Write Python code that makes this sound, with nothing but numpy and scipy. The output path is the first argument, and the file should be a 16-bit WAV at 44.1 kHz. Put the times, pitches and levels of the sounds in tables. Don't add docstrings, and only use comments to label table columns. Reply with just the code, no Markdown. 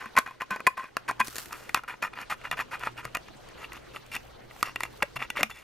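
import sys
import numpy as np
from scipy import signal
from scipy.io import wavfile
from scipy.ndimage import uniform_filter1d

SR = 44100
rng = np.random.default_rng(int(sys.argv[2]) if len(sys.argv) > 2 else 0)


def voltage_ratio(level):
    return 10 ** (np.asarray(level, float) / 20)


def master(y):
    cut = np.clip(np.atleast_2d(y).T, -1, 1)
    pcm = np.round(cut * 32767)
    wavfile.write(sys.argv[1], SR, pcm.astype(np.int16))


N = 248591

# start in seconds, rise in seconds, fall in seconds,
# level in dB, bright part in dB relative to that level.
CUTS = [(0.163, 0.018, 0.024, -16, -28), (0.401, 0.017, 0.027, -29.5, -22),
        (0.504, 0.003, 0.071, -25.5, -21.5), (0.769, 0.0047, 0.12, -34, -18),
        (1.08, 0.011, 0.031, -23.5, -18.5), (1.195, 0.012, 0.014, -17, -20.5),
        (1.751, 0.0038, 0.037, -22, -18.5), (1.878, 0.0032, 0.077, -30.5, -18.5),
        (2.02, 0.0084, 0.05, -25.5, -14.5), (2.152, 0.062, 0.037, -33.5, -19),
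        (2.298, 0.0066, 0.042, -20.5, -17), (2.436, 0.019, 0.041, -33, -19.5),
        (2.569, 0.038, 0.025, -26.5, -15.5), (2.71, 0.032, 0.035, -30.5, -15.5),
        (2.8, 0.08, 0.018, -32.5, -17.5), (2.967, 0.026, 0.029, -34, -15.5),
        (3.146, 0.0025, 0.02, -21, -24), (5.157, 0.0088, 0.014, -27.5, -13.5),
        (5.19, 0.042, 0.034, -32, -18), (5.358, 0.032, 0.044, -25.5, -19)]
# start in seconds, rise in seconds, fall in seconds,
# level in dB, bright part in dB relative to that level.
SLIDES = [(.001, 0.0009, 0.11, -35, -18.5), (0.257, 0.0042, 0.096, -36, -22), (1.51, 0.012, 0.23, -43, -9),
          (2.522, 0.0047, 0.02, -23, -20), (3.029, 0.022, 0.047, -38.5, -19),
          (3.574, 0.075, 0.021, -40.5, -15.5), (3.719, 0.053, 0.016, -40.5, -17),
          (3.934, 0.031, 0.029, -41, -9.5), (4.118, 0.035, 0.028, -30.5, -11.5),
          (4.631, 0.04, 0.055, -35, -11.5), (4.798, 0.051, 0.042, -39.5, -12.5),
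          (5.496, 0.0079, 0.039, -39.5, -9.5), (5.542, 0.043, 0.067, -43, -10)]


def at_hz(points, hz):
    points_hz, values = np.transpose(points)
    return np.interp(np.log(hz), np.log(points_hz), values)


def rms_one(x):
    return x / np.sqrt(np.mean(x ** 2) + 1e-20)


def band(x, low_hz, high_hz):
    sos = signal.butter(2, [low_hz, min(high_hz, .45 * SR)], "band", fs=SR, output="sos")
    return signal.sosfilt(sos, x + 1e-18)


def drift(rate_hz):
    r = np.exp(-80 * np.pi * rate_hz / SR)
    noise = rng.standard_normal(N // 40 + 2002)
    slow = signal.lfilter([1], [1, -2 * r, r * r], noise)[2000:]
    return np.interp(np.arange(N) / 40, np.arange(len(slow)), rms_one(slow))


def ring(clicks, hz, width_hz):
    r = np.exp(-np.pi * width_hz / SR)
    w = 2 * np.pi * hz / SR
    return signal.lfilter([0, np.sin(w)], [1, -2 * r * np.cos(w), r * r], clicks + 1e-18)


def impulses(times, sizes):
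    clicks = np.zeros(N)
    np.add.at(clicks, np.round(np.asarray(times) * SR).astype(int), sizes)
    return clicks


def grains(spread_db, per_s):
    sizes = voltage_ratio(spread_db * np.minimum(rng.exponential(1, N), 4))
    sizes = sizes * rng.choice([-1, 1], N)
    return rms_one(sizes * (rng.random(N) < per_s / SR))


def banded_noise(spectrum, patchy_db):
    # frequency in Hz, likeness from -1 to 1.
    likeness = [(60, 0.73), (180, -0.27), (550, -0.35), (1650, 0.76), (4970, 0.3), (15000, 0.6)]
    out = 0
    together = drift(4.0)
    edges_hz = 25 * 2 ** np.arange(0, 9.6, .5)
    white = rng.standard_normal((2, 2, N))
    for k, (low, high) in enumerate(zip(edges_hz, edges_hz[1:])):
        mid, side = band(white[k % 2], low, high)
        hz = np.sqrt(low * high)
        alike = np.clip(at_hz(likeness, hz), -1, 1)
        flicker_db = patchy_db * (0.26 * together + drift(22.2))
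        gain = voltage_ratio(at_hz(spectrum, hz) + flicker_db)
        out = out + gain * (np.sqrt(1 + alike) * mid + np.sqrt(1 - alike) * side * [[1], [-1]])
    return out / np.sqrt(np.mean(band(out.mean(axis=0), 200, 16000) ** 2))


def contacts():
    # time in seconds, peak in dB, best excited pitch in Hz,
    # bright tick in dB relative to the peak, free ring in dB relative to the peak.
    bites_tight = [(.1665, -11, 1950, -15.5, 3.5), (.175, -6.5, 1130, -20, 7), (.187, -2, 1180, -13.5, -15),
                   (.408, -18, 1430, -32, 0.5), (.418, -13, 1040, -24.5, -7.5),
                   (.508, -22, 1040, -11.5, 0.5), (.561, -17, 870, -22.5, -6),
                   (.604, -14, 1060, -28.5, -8.5), (.6675, -5, 1950, -17, 5), (.6715, -0.5, 1040, -17, -5),
                   (.6762, -15.5, 1560, -20, -1), (.778, -29.5, 1040, -12, 7), (.968, -6, 1356, -20, -12),
                   (1.089, -18, 900, -13, 4), (1.111, -12.5, 854, -23, -12), (1.202, -12, 1120, -13.5, 3.5),
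                   (1.209, -20, 1020, -13, 11.5), (1.212, -17.5, 2480, -23, 8)]
    bites_cut = [(1.528, -24, 1260, -7.5, 1), (1.693, -18, 2130, -18.5, -7.5),
                 (1.745, -0.5, 1160, -15, -6.5), (1.747, -13.5, 1780, -43, -2), (1.763, -25, 1430, -21, -4),
                 (1.774, -11.5, 1010, -29, -28), (2.025, -11.5, 2500, -21.5, -5),
                 (2.513, -11, 2534, -17, -2), (2.591, -10.5, 1800, -31, -18), (2.871, -9.5, 1284, -32, -3),
                 (3.052, -12.5, 1390, -20, -8.5), (3.15, -15.5, 1240, -10.5, -22),
                 (3.17, -12.5, 1930, -21.5, -15.5)]
    bites_loose = [(3.961, -22, 2980, -27.5, -3), (4.164, -14, 2580, -19, -7.5), (4.628, -9.5, 1240, -9, 3),
                   (4.759, -13.5, 2480, -21.5, -1.5), (4.806, -20, 1370, -10, 6),
                   (4.834, -10, 2095, -14.5, -4.5), (5.0222, -8.5, 840, -32, -2.5),
                   (5.0243, -12.5, 2640, -20.5, 5), (5.028, -6.5, 1600, -19, -3.5),
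                   (5.302, -12.5, 2800, -14.5, -6.5), (5.37, -10.5, 1200, -25, -9),
                   (5.408, -8, 2080, -24, -23), (5.431, 1.5, 2480, -16.5, -8.5)]
    # time in seconds, peak in dB, best pitch in Hz.
    light_taps = [(.058, -22, 1090), (.153, -26.5, 866), (.262, -21, 1550), (.275, -22.5, 1040),
                  (.309, -27, 1090), (0.517, -28, 1040), (.786, -31, 1040), (.833, -28.5, 1200),
                  (.841, -23.5, 1180), (1.0793, -26, 2500), (1.253, -31, 1520), (1.538, -26.5, 1360),
                  (1.836, -23, 1040), (1.885, -31, 1560), (2.136, -26.5, 2410), (2.301, -23, 1320),
                  (2.414, -30, 2480), (2.809, -26, 1860), (2.835, -16, 1610), (3.283, -27, 1390),
                  (3.644, -27, 2730), (3.72, -24.5, 2500), (3.767, -29, 840), (4.51, -32, 1960),
                  (4.562, -32.5, 805), (4.61, -35, 2580), (4.852, -23.5, 1350), (5.161, -27, 1280),
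                  (5.224, -17.5, 2720), (5.439, -23, 2000), (5.498, -28, 1290), (5.512, -28, 2320),
                  (5.514, -35, 3480)]
    # time in seconds, peak in dB.
    hinge_ticks = [(1.272, -28.5), (1.282, -24), (1.357, -24.5), (1.365, -25), (1.383, -19), (1.389, -30),
                   (1.403, -44), (1.458, -32.5), (1.525, -34), (2.215, -36), (2.795, -37), (2.85, -43),
                   (3.046, -42), (3.488, -41), (3.732, -34.5), (4.064, -43.5), (4.116, -39), (4.152, -23)]
    # time in seconds, peak in dB, best pitch in Hz.
    slips_early = [(0.0148, -28.5, 1110), (0.0256, -26, 1110), (0.0396, -25.5, 1080), (0.0701, -39, 2400),
                   (0.2228, -37, 1110), (0.5286, -21.5, 1040), (0.54, -33, 1510), (0.5475, -45, 1560),
                   (0.5655, -27, 1560), (0.573, -40, 1810), (0.596, -30, 1610), (0.704, -32, 1030),
                   (0.7944, -24.5, 1090), (0.8031, -29, 990), (0.8547, -31, 1950), (0.9828, -37, 1410),
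                   (1.0959, -11.5, 1350), (1.1282, -39, 860), (1.5088, -28.5, 1020), (1.5227, -27, 930),
                   (1.7604, -17, 1430), (1.7915, -26.5, 1240), (1.8445, -32, 1040), (1.8948, -35, 1450),
                   (1.904, -29, 2140), (1.924, -31, 1370), (1.94, -25.5, 970), (2.038, -16.5, 1160),
                   (2.048, -17.5, 1500), (2.0686, -30.5, 920), (2.076, -30, 1990), (2.1323, -29, 1300),
                   (2.164, -41, 1390), (2.1737, -24.5, 1410), (2.1807, -33, 1070), (2.1881, -22.5, 1390),
                   (2.199, -33, 1420), (2.2065, -34, 930), (2.2194, -29, 1340), (2.2258, -34, 1370),
                   (2.3225, -16, 1220), (2.333, -35, 1320), (2.3412, -44, 1850), (2.4436, -28, 1310),
                   (2.4527, -25.5, 1880), (2.468, -35, 1390), (2.4717, -25, 1340), (2.4777, -35, 1330),
                   (2.5292, -24, 1270), (2.54, -26, 1280), (2.5722, -28, 1670), (2.5793, -25, 2000),
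                   (2.5983, -17, 1280), (2.6075, -23, 1880), (2.6197, -23, 970)]
    # time in seconds, peak in dB, best pitch in Hz.
    slips_late = [(2.7233, -27.5, 1670), (2.7321, -31, 1040), (2.7406, -25.5, 1560), (2.7528, -25, 1270),
                  (2.825, -29, 1140), (2.85, -40, 2170), (2.864, -25, 1910), (2.888, -33, 915),
                  (2.9774, -28, 2560), (2.984, -28, 1320), (2.9914, -28, 1350), (2.9975, -40, 1370),
                  (3.0434, -40, 1280), (3.076, -35, 1360), (3.1566, -41, 1290), (3.174, -44, 1040),
                  (3.6195, -35, 1280), (3.6295, -30.5, 1200), (3.734, -38, 1220), (3.9474, -30.5, 1300),
                  (3.967, -28, 1240), (4.1162, -32, 2760), (4.128, -34, 2710), (4.136, -35, 2360),
                  (4.6437, -31, 1140), (4.6558, -30, 1980), (4.666, -30, 2090), (4.6734, -25, 1290),
                  (4.6845, -28, 1220), (4.6938, -27, 1360), (5.005, -37, 1270), (5.0454, -52, 1860),
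                  (5.1937, -30.5, 1680), (5.199, -32, 1870), (5.2034, -24, 2250), (5.2195, -19, 1120),
                  (5.2536, -41, 1910), (5.3547, -30, 1280), (5.3616, -29, 1290), (5.3788, -21, 2160),
                  (5.3883, -24, 2210), (5.3937, -30, 2190), (5.4014, -21, 1400), (5.419, -26, 1080)]
    taps = [(s, db, hz, -25.5, -2.5) for s, db, hz in light_taps]
    ticks = [(s, db, 1880, -4.5, -13) for s, db in hinge_ticks]
    slips = [(s, db, hz, -54, -0.5) for s, db, hz in slips_early + slips_late]
    return bites_tight + bites_cut + bites_loose + taps + ticks + slips


def strokes(rows, follows):
    rise_db, fall_db, roundness = 8, 20, 1.17
    t, out = np.arange(N) / SR, np.zeros(N)
    for s, rise_s, fall_s, level_db in rows:
        now = slice(round(max(s, 0) * SR), round((s + rise_s + fall_s) * SR))
        since_top = t[now] - s - rise_s
        rising_db = rise_db * abs(since_top / rise_s) ** roundness
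        falling_db = fall_db * abs(since_top / fall_s) ** roundness
        loss_db = np.where(since_top < 0, rising_db, falling_db)
        out[now] = np.maximum(out[now], voltage_ratio(level_db - follows * loss_db))
    return uniform_filter1d(out, size=130)


def tin():
    # pitch in Hz, width in Hz, level in dB.
    modes_tight = [(905, 200, -13), (1040, 46, -2), (1180, 210, -10.5), (1520, 74, -4.5), (1610, 150, -7.5),
                   (1937, 170, -4.5), (2480, 31, -6), (2830, 36, -26), (3365, 53, -19)]
    modes_cut = [(880, 164, -1.5), (1010, 88, 0.5), (1240, 65, 0.5), (1390, 164, 3.5), (1768, 57, -3),
                 (1930, 93, -1.5), (2160, 67, -10.5), (2456, 75, 1.5), (2802, 37, -2), (3480, 54, -9)]
    modes_loose = [(565, 270, -5.5), (970, 270, 2.5), (1280, 133, 3.5), (1600, 350, -3.5), (1950, 93, 3),
                   (2336, 240, 3), (2746, 62, 3), (3480, 60, -6)]
    stage_ends_s = [1.33, 3.4]
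    scrape_focus_db_per_oct = 3.0
    s, peak_db, best_hz, _, free_db = np.transpose(contacts())
    chance = rng.standard_normal((len(s), 10))
    slip_on_s = rng.uniform(0.00073, 0.00459, len(s))
    t = np.arange(N) / SR
    stage = np.searchsorted(stage_ends_s, s)
    stage_now = np.searchsorted(stage_ends_s, t)
    drag = strokes([row[:4] for row in CUTS + SLIDES], follows=1) * voltage_ratio(2.2 * drift(90))
    order = np.argsort(s)
    scrape_hz = np.exp(np.interp(t, s[order], np.log(best_hz[order])))
    torn = [grains(spread_db=1.5, per_s=1500) for _ in range(3)]
    out = voltage_ratio(-11.0) * rms_one(band(torn[0], 660, 2420)) * drag
    for now, modes in enumerate([modes_tight, modes_cut, modes_loose]):
        hz, width_hz, level_db = np.transpose(modes)
        height = voltage_ratio(level_db) * np.sqrt(width_hz / 100)
        octaves_off = abs(np.log2(hz / best_hz[:, None]))
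        share = height * voltage_ratio(-11.0 * octaves_off + 2.5 * chance[:, :len(hz)])
        share = share / np.sqrt((share ** 2).sum(axis=1, keepdims=True))
        power = np.sum(height ** 2 * SR / (4 * np.pi * width_hz))
        for k in range(len(hz)):
            size = voltage_ratio(peak_db + free_db) * share[:, k] * (stage == now)
            blows = impulses(s, .85 * size) + impulses(s + slip_on_s, .35 * size)
            focus_db = 3.5 - scrape_focus_db_per_oct * abs(np.log2(hz[k] / scrape_hz))
            wander = voltage_ratio(1.25 * drift(2.5) + focus_db)
            slips = torn[k % 3] * drag * wander * (stage_now == now) * height[k] / np.sqrt(power)
            out += (-1) ** k * ring(blows + voltage_ratio(-6.0) * slips, hz[k], width_hz[k])
    return out


def knock():
    t, out = np.arange(600) / SR, np.zeros(N + 600)
    blows = contacts()
    others_hz = np.array([758, 1347, 1790, 2500]) * 2 ** rng.uniform(-0.3, 0.21, (len(blows), 4))
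    shape = np.exp(-t / 0.0021) * (1 - np.exp(-t / 0.00062))
    for (s, peak_db, best_hz, *_), hz in zip(blows, others_hz):
        partials = np.sin(2 * np.pi * best_hz * t)
        partials = partials + 0.5 * np.sin(2 * np.pi * hz[:, None] * t).sum(axis=0)
        at = round(s * SR)
        out[at:at + 600] += voltage_ratio(peak_db - 6.0) * partials * shape
    return out[:N]


def pings():
    # time in seconds, peak in dB, pitch in Hz, width in Hz.
    free_modes = [
        (0.508, -25, 1042, 12.7),
        (.512, -27, 1506, 14),
        (.512, -30, 2480, 15),
        (0.777, -24.5, 1051, 15.4),
        (5.306, -42, 1950, 11),
        (5.362, -34.5, 2764, 18),
        (5.514, -46, 3480, 14),
    ]
    return sum(ring(impulses([at], voltage_ratio(level_db)), hz, width_hz)
               for at, level_db, hz, width_hz in free_modes)


def blade():
    # pitch in Hz, width in Hz, level in dB.
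    steel_modes = [(4680, 200, 3.5), (5540, 61, 2), (6160, 34, -5), (7010, 190, 3), (8880, 31, -3),
                   (11300, 29, -0.5), (13600, 220, -11)]
    s, peak_db, _, tick_db = np.transpose(contacts())[:4]
    chance = rng.standard_normal((len(s), 3, len(steel_modes)))
    bright_rows = [(*row[:3], row[3] + row[4]) for row in CUTS + SLIDES]
    hiss = strokes(bright_rows, follows=0.87) * grains(spread_db=-4.5, per_s=6600)
    hiss = hiss * voltage_ratio(2.2 * drift(150))
    fade = np.exp(-1 / (0.0022 * SR))
    ticks = impulses(s, voltage_ratio(peak_db + tick_db))
    splutter = signal.lfilter([1], [1, -fade], ticks)
    force = splutter * rng.standard_normal(N) + voltage_ratio(7.5) * ticks
    wide = band(voltage_ratio(-1.0) * force + voltage_ratio(-3.5) * hiss, 1270, 12700)
    out = wide + voltage_ratio(-5.5) * np.gradient(wide) * [[1], [-1]]
    for k, (hz, width_hz, level_db) in enumerate(steel_modes):
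        rubbed = voltage_ratio(-28.0 + 4.0 * drift(8.0)) * hiss
        for ear in range(2):
            chance_db = 3.9 * chance[:, 2, k] + 1.2 * chance[:, ear, k]
            blows = impulses(s, voltage_ratio(peak_db + tick_db + chance_db - 9.0))
            out[ear] += voltage_ratio(level_db) * ring(blows + rubbed, hz, width_hz + 200)
    return out


def thump():
    # time in seconds, peak in dB, pitch in Hz, width in Hz.
    squeezes = [(0.181, -28.5, 248, 44), (0.512, -34, 201, 20), (0.969, -46, 310, 170),
                (1.203, -35.5, 222, 18), (1.282, -26.5, 348, 260), (2.534, -38, 144, 46),
                (3.052, -37, 123, 24), (4.157, -43, 124, 19), (5.032, -20, 576, 50),
                (5.157, -38.5, 130, 8.9), (5.391, -26, 572, 21), (5.411, -28, 298, 72),
                (5.424, -35.5, 255, 27), (5.435, -37, 220, 13.3), (0.773, -48, 197, 16),
                (0.059, -41, 223, 24), (.67, -27.5, 396, 53)]
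    s, peak_db = np.transpose(contacts())[:2]
    push = impulses(s, voltage_ratio(0.69 * peak_db - 33.0))
    groans = sum(ring(impulses([at], voltage_ratio(level_db)), hz, width_hz)
                 for at, level_db, hz, width_hz in squeezes)
    soft = signal.sosfilt(signal.butter(2, 700, fs=SR, output="sos"), groans)
    return band(ring(push, 297, 107) + voltage_ratio(9.0) * ring(push, 523, 213), 136, 1060) + soft


def glove():
    # start in seconds, rise in seconds, fall in seconds, level in dB.
    rubs = [
        (1.225, 0.049, .2, -49.5),
        (1.33, 0.077, 0.11, -46.5),
        (1.47, 0.11, 0.17, -59),
        (3.2, 0.25, 0.05, -75),
        (3.7, .3, .3, -74),
        (4.05, 0.21, 0.11, -68.5),
        (4.5, .12, 0.0092, -60),
        (4.88, 0.1, 0.2, -66),
    ]
    # frequency in Hz, level per Hz in dB.
    rustle_colour = [(290, -29), (500, -20), (784, -28), (1030, 14), (2360, -2.5), (2540, 2.5),
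                     (11300, -0.5), (16000, -1.5)]
    specks = abs(grains(spread_db=-4.5, per_s=250))
    crackle = 1 + voltage_ratio(-10.5) * uniform_filter1d(specks, size=30) * 5.0
    gain = strokes(rubs, follows=0.88) * voltage_ratio(2.0 + 3.2 * drift(150))
    return crackle * gain * banded_noise(rustle_colour, patchy_db=0.6)


def room(x):
    t60_s = 0.18
    t = np.arange(SR // 5) / SR
    tail = rng.standard_normal((2, len(t))) * voltage_ratio(-60 * t / t60_s) * (t > .003)
    tail = tail / np.sqrt((tail ** 2).sum(axis=1, keepdims=True))
    return signal.fftconvolve(x[None], tail, axes=1)[:, :N]


def ducking():
    duck_from_db, duck_share, recover_db_per_s, attack_s = -9, 1.18, 30, 0.085
    s, peak_db, _, _, free_db = np.transpose(contacts())
    t, over_db = np.arange(N) / SR, np.zeros(N)
    loud_db = peak_db + np.maximum(free_db, 0)
    over_db[(s * SR).astype(int)] = duck_share * np.maximum(loud_db - duck_from_db, 0)
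    recovery_db = recover_db_per_s * t
    held_db = np.maximum.accumulate(over_db + recovery_db) - recovery_db
    r = np.exp(-1 / (attack_s * SR))
    return -signal.lfilter([1 - r], [1, -r], held_db)


def air():
    # frequency in Hz, level per Hz in dB.
    air_colour = [(88, -48), (150, -11.5), (254, -5), (466, -3), (534, -2), (601, -6), (3840, -20),
                  (12900, -39), (15100, -35), (16000, -74)]
    # time in seconds, level in dB.
    rumble_level = [
        (0.0, -64.5),
        (0.82, -70.5),
        (1.44, -60),
        (1.88, -67),
        (2.56, -59.5),
        (5.35, -60),
        (5.64, -63),
    ]
    t = np.arange(N) / SR
    hum = voltage_ratio(1 + 3.5 * drift(2.2)) * np.sin(2 * np.pi * 120.9 * t + 0.21 * drift(2.1))
    deep = rms_one(ring(rng.standard_normal(N), 53.6, 31))
    deep = deep + voltage_ratio(-2.5) * rms_one(band(rng.standard_normal((2, N)), 89, 182))
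    low = voltage_ratio(np.interp(t, *np.transpose(rumble_level))) * (hum + voltage_ratio(2.0) * deep)
    return voltage_ratio(-52.5 + ducking()) * banded_noise(air_colour, patchy_db=3.0) + low


def scene():
    body = tin() + knock() + pings()
    steel, jolt = blade(), thump()
    wet = voltage_ratio(-18.0) * room(body) + voltage_ratio(-17.0) * room(steel.mean(axis=0))
    out = body * voltage_ratio([[.3], [-.3]]) + voltage_ratio(-7.0) * np.gradient(body) * [[1], [-1]]
    out = out + steel * voltage_ratio([[.4], [-.4]]) + jolt * voltage_ratio([[2.5], [-2.5]])
    return out + wet + glove() + air()


def low_pass(x):
    return signal.sosfilt(signal.butter(12, 16990, fs=SR, output="sos"), x)


def record(dry):
    top = signal.cheby1(6, 1, 15100, fs=SR, output="sos")
    mix = signal.sosfilt(top, 0.92 * np.tanh(dry))
    return low_pass(mix)


dry = scene()
out = record(dry)
master(out)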